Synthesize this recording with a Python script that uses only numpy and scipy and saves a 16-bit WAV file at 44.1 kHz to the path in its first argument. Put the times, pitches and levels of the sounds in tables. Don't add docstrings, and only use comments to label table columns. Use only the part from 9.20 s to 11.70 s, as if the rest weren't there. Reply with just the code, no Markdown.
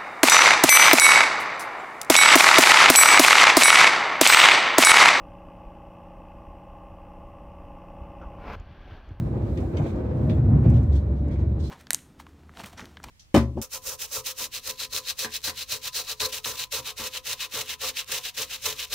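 import sys
import numpy as np
from scipy import signal
from scipy.fft import rfft, irfft
from scipy.io import wavfile
from scipy.ndimage import uniform_filter1d

SR = 44100
rng = np.random.default_rng(int(sys.argv[2]) if len(sys.argv) > 2 else 0)


def log_audio(samples):
    frames = np.atleast_2d(samples).T
    limited = np.clip(frames, -1, 1)
    pcm = np.round(limited * 32767).astype(np.int16)
    wavfile.write(sys.argv[1], SR, pcm)


N = 110250
TIME, FREQ = np.arange(N) / SR, np.fft.rfftfreq(N, 1 / SR)
FITTING_RISE_S, FITTING_RIPPLE_DB, FITTING_RIPPLE_HZ = 0.0037, 4, 110


def amp(db):
    return np.exp(np.maximum(db, -200) * (np.log(10) / 20))


def unit(x):
    return x / np.sqrt(np.mean(abs(x) ** 2) + 1e-20)


def spectrum(points):
    hz, db = np.transpose(points)
    return np.interp(np.log(FREQ + 1), np.log(hz), db)


def level(points):
    return amp(np.interp(TIME, *np.transpose(points)))


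def drift(hz):
    size = N // 32
    noise = rng.standard_normal(size) + 1j * rng.standard_normal(size)
    rates = np.fft.fftfreq(size, N / size / SR)
    slow = np.fft.ifft(noise * np.exp(-(rates / hz) ** 2))
    return np.interp(TIME, np.linspace(0, N / SR, size), unit(slow))


def hump(hz, octaves):
    return -10 * np.log10(1 + abs(np.log2((FREQ + 1) / hz) / octaves) ** 6)


def ripple(depth_db, width_hz):
    size = max(int(width_hz * N / SR), 2)
    peaks = uniform_filter1d(uniform_filter1d(rng.standard_normal(len(FREQ)), size), size)
    return depth_db * unit(peaks) * FREQ / (FREQ + 900)


def steadied(x, seconds):
    power = uniform_filter1d((x ** 2).mean(0), max(int(seconds * SR), 2))
    return x / np.sqrt(abs(power) + 1e-9)


def ticks(per_s):
    return rng.standard_normal((2, N)) * (rng.random(N) < per_s / SR)


def cabin(colour_db, drive=None):
    # pitch_hz, level_db
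    widths = [(50, -28), (100, -25), (170, -19.5), (250, -17), (370, -8.5), (700, -3.5), (1400, 0),
              (5000, 0.15), (12000, -0.5)]
    # pitch_hz, level_db
    balance = [(60, -1.4), (170, 1), (350, 1.7), (700, -2.3), (1400, -0.2), (2600, -3.5), (5000, -1.3),
               (12000, -1.8)]
    mid, side = rfft(rng.standard_normal((2, N)) if drive is None else drive)
    width, tilt = amp(spectrum(widths)), amp(spectrum(balance) / 2)
    pair = np.array([(mid + width * side) * tilt, (mid - width * side) / tilt])
    gain = amp(colour_db) / np.sqrt(1 + width ** 2)
    return unit(irfft(pair * gain, N))


def whistle():
    return amp(-75.5) * cabin(hump(hz=3936, octaves=0.091))


def air_hiss(panel_colour):
    # pitch_hz, level_db
    colour = [(500, -20), (2000, -5), (4000, 1), (5200, -4), (8500, -3), (10000, -11.5), (15500, -6.5)]
    # time_s, level_db
    loudness = [(.11, -67), (.19, -69.5), (.38, -64), (.6, -65.5), (.88, -73), (1.04, -65), (1.17, -66.5),
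                (1.27, -74), (1.55, -65.5), (1.9, -76.5), (2.5, -75.5)]
    flutter_db = 1.2 * drift(hz=15).real
    return level(loudness) * cabin(spectrum(colour) + panel_colour) * amp(flutter_db)


def rustles(octaves=1.32, edge_s=0.02, fade_s=.17, snap_share=0.32):
    # start_s, length_s, level_db, pitch_hz
    rubs = [(0.204, .12, -68, 5500), (.34, 0.083, -66, 6050), (0.608, 0.12, -60, 4540),
            (0.656, 0.029, -54, 6500), (1.527, 0.07, -59.5, 4180), (1.711, 0.044, -55.5, 4460),
            (1.745, 0.029, -48.5, 5400), (1.947, 0.068, -69.5, 3500), (2.1, 0.063, -60.5, 3500),
            (2.173, 0.057, -65, 3500), (2.303, 0.019, -64, 3800), (2.386, 0.044, -54.5, 4200),
            (2.421, 0.079, -52, 4400)]
    # pitch_hz, level_db
    crinkle = [(1000, -13), (2200, -3.5), (2800, -2), (3550, 8.5), (4400, 3.5), (5400, -1.5), (6100, 0),
               (7300, -5), (8400, -5.5), (10000, -14.5), (15000, -9.5)]
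    out = np.zeros((2, N))
    for start, length, db, hz in rubs:
        t = np.maximum(TIME - start, 0)
        drive = snap_share * unit(ticks(per_s=2300)) + (1 - snap_share) * rng.standard_normal((2, N))
        time_fading = np.maximum(t - length + edge_s, 0)
        shape = np.minimum(t / edge_s, 1) * amp(db - 60 * time_fading / fade_s)
        colour = hump(hz, octaves) + spectrum(crinkle) + ripple(depth_db=3, width_hz=60)
        out += shape * cabin(colour, drive)
    return out


def creaks():
    # middle_s, half_length_s, level_db, pitch_hz
    bends = [(0.63, 0.1, -55, 1980), (1.486, 0.042, -54, 1947), (1.565, 0.038, -58.5, 2300),
             (1.756, 0.038, -56.5, 1590), (2.156, 0.092, -57.5, 1790)]
    out = np.zeros((2, N))
    for middle, half_length, db, hz in bends:
        slips = ticks(per_s=1200)
        colour = hump(hz, octaves=0.41) + ripple(FITTING_RIPPLE_DB, FITTING_RIPPLE_HZ)
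        swell = np.exp(-((TIME - middle) / half_length) ** 2)
        out += amp(db) * swell * cabin(colour, slips)
    return out


def gear_whines(sink_per_s=.04, waver=.55):
    # pitch_hz, peak_s, half_length_s, level_db
    tones = [(507, 0.9, 0.14, -40), (586, 1.92, 0.59, -51.5), (624, 1.05, 0.37, -47),
             (341.8, .6, 0.67, -42), (520, 0.34, 0.23, -49), (337, 2.1, 0.29, -45.5),
             (1496, 1.1, 0.99, -68.5), (747, 1.3, 1, -59.5)]
    out = np.zeros((2, N))
    for hz, peak, half_length, db in tones:
        pitch = hz * (1 - sink_per_s * (TIME - peak))
        tone = np.exp(2j * np.pi * (np.cumsum(pitch) / SR + rng.random()))
        wavering = np.array([(tone * (1 + waver * drift(hz=9.5))).real for _ in range(2)])
        swell = np.exp(-((TIME - peak) / half_length) ** 2)
        out += amp(db) * swell * unit(wavering)
    return out


def clacks(blur_hz=90):
    # start_s, level_db
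    hits = [(0.5672, -43.5), (.667, -54.5)]
    # pitch_hz, relative_level_db, fade_s (time to drop 60 dB)
    tones = [(880, 6, 0.28), (1590, 2.5, 0.28), (2210, 7, 0.16), (2520, -5, 0.14), (3050, 4, .17),
             (3600, 0, 0.17), (4300, -17, 0.1), (4850, -9, .13), (5400, -22, .12), (6130, -3, 0.18),
             (6821, -9, 0.26), (7800, -5, .12)]
    out = np.zeros((2, N))
    for hz, tone_db, fade_s in tones:
        tone = np.exp(2j * np.pi * hz * TIME)
        ring = np.array([unit((tone * drift(blur_hz)).real) for _ in range(2)])
        for start, db in hits:
            t = np.maximum(TIME - start, 0)
            out += np.minimum(t / FITTING_RISE_S, 1) * amp(db + tone_db - 60 * t / fade_s) * ring
    return out / np.sqrt(len(tones))


def knocks():
    # start_s, level_db, pitch_hz, spread_octaves, fade_s
    hits = [(.131, -42, 674, 0.41, 0.6), (0.3714, -45.5, 2320, .5, .14), (0.372, -52, 5300, 0.59, 0.068),
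            (0.401, -56, 6000, 0.53, .08), (.428, -30, 586, 0.28, 0.092), (.569, -43, 3200, 0.65, 0.085),
            (0.595, -33.5, 744, 0.5, 0.21), (.7557, -61, 5000, 0.58, .1), (.992, -38.5, 600, 0.41, 0.067),
            (1.047, -41, 644, 0.55, 0.047), (1.094, -41.5, 2300, 0.74, .17),
            (1.282, -36.5, 600, 0.46, 0.18), (1.438, -57.5, 10000, 0.77, .03),
            (1.495, -52, 6200, 0.46, .08), (1.628, -61, 5980, 0.44, .1), (1.931, -45, 650, 0.65, 0.071),
            (2.044, -50, 700, .6, 0.032), (2.0817, -53.5, 6000, 0.56, .025)]
    out = np.zeros((2, N))
    for start, db, hz, octaves, fade_s in hits:
        t = np.maximum(TIME - start, 0)
        shape = np.minimum(t / FITTING_RISE_S, 1) * amp(db - 60 * t / fade_s)
        out += shape * cabin(hump(hz, octaves) + ripple(FITTING_RIPPLE_DB, FITTING_RIPPLE_HZ))
    return out


def carriage_boom(waver=0.55):
    # pitch_hz, relative_level_db
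    tones = [(48, -21.5), (69.5, 2), (92, -6), (114, -8), (137, -6.5)]
    # time_s, level_db
    loudness = [(0, -62.5), (1.4, -39.5), (1.53, -17.5), (1.72, -20.5), (1.9, -24.5), (2.1, -27),
                (2.3, -22), (2.42, -29.5), (2.5, -34)]
    drone = np.zeros((1, N))
    for hz, db in tones:
        tone = np.exp(2j * np.pi * (hz * TIME + rng.random()))
        drone += amp(db) * (tone * (1 + waver * drift(hz=9.1))).real
    return level(loudness) * steadied(drone, seconds=0.23)


def rolling_roar(panel_colour):
    # pitch_hz, level_db
    colour = [(120, -28), (250, 0), (340, 1), (440, -7.5), (620, -12), (800, -18.5), (1050, -21.5),
              (1400, -29), (2300, -36), (3000, -43.5), (4000, -49), (5000, -52), (16000, -78)]
    # time_s, level_db
    loudness = [(.06, -36.5), (.16, -32.5), (.33, -35), (.62, -32.5), (.85, -32), (1.0, -32), (1.15, -33.5),
                (1.33, -37.5), (1.53, -32), (1.72, -38), (1.92, -37), (2.2, -38), (2.5, -37.5)]
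    roar = level(loudness) * cabin(spectrum(colour) + panel_colour)
    flutter_db = 3 * drift(hz=17).real
    return roar * amp(flutter_db)


def wheel_rumble():
    # pitch_hz, level_db
    colour = [(20, -43), (32, -14), (48, -4), (70, 5.5), (100, 1), (140, -5), (190, -6.5), (235, -8),
              (290, -24), (420, -29.5), (800, -76)]
    return amp(-29) * steadied(cabin(spectrum(colour)), seconds=.2)


def rough_track():
    # pitch_hz, level_db
    colour = [(20, -55.5), (38, -33.5), (55, -8.5), (85, -1.5), (115, 3.5), (145, -2.5), (180, -10),
              (245, -9.5), (310, -18), (450, -27), (900, -38.5), (2000, -53), (5000, -82)]
    # time_s, level_db
    loudness = [(0, -26.5), (.85, -35), (1.04, -20), (1.22, -23.5), (1.34, -14), (1.42, -19), (1.52, -16.5),
                (1.62, -20), (1.78, -33), (2.5, -40.5)]
    return level(loudness) * steadied(cabin(spectrum(colour)), seconds=0.078)


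def wheel_thuds(rise_s=.005, low_cut_hz=52):
    # start_s, relative_level_db
    strikes = [(0.11, -32), (0.447, -24), (0.599, -13), (1.031, -38.5), (1.191, -14), (1.281, -17),
               (1.347, -13), (1.462, -5.5), (1.516, -16)]
    # pitch_hz, relative_level_db, fade_s
    floor_tones = [(74.2, -5.5, 0.25), (96, -8.5, 0.17), (116.1, 7.5, 0.13), (143.6, 4.5, 0.17),
                   (190.4, -8, .1), (234.5, -2, .12), (296.5, -19.5, 0.13)]
    out = np.zeros(N)
    for start, db in strikes:
        t = np.maximum(TIME - start, 0)
        ring = np.zeros(N)
        for hz, tone_db, fade_s in floor_tones:
            pitch = hz * (1 + rng.normal(0, 0.013))
            ring += amp(tone_db - 60 * t / fade_s) * np.sin(2 * np.pi * pitch * t)
        out += .5 * amp(db) * (1 - np.exp(-t / rise_s)) * ring
    return signal.sosfilt(signal.butter(3, low_cut_hz, "high", fs=SR, output="sos"), out)


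def scene():
    panel_colour = ripple(depth_db=1.6, width_hz=30.16)
    running = wheel_rumble() + rolling_roar(panel_colour) + rough_track() + air_hiss(panel_colour)
    train = running + wheel_thuds() + carriage_boom() + gear_whines() + whistle()
    return train + knocks() + clacks() + creaks() + rustles()


def record(dry):
    cutoff_hz = 15750
    low_pass = signal.firwin(511, cutoff_hz, window=("kaiser", 9), fs=SR)
    return signal.oaconvolve(dry, low_pass[None], "same")


dry = scene()
out = record(dry)
log_audio(out)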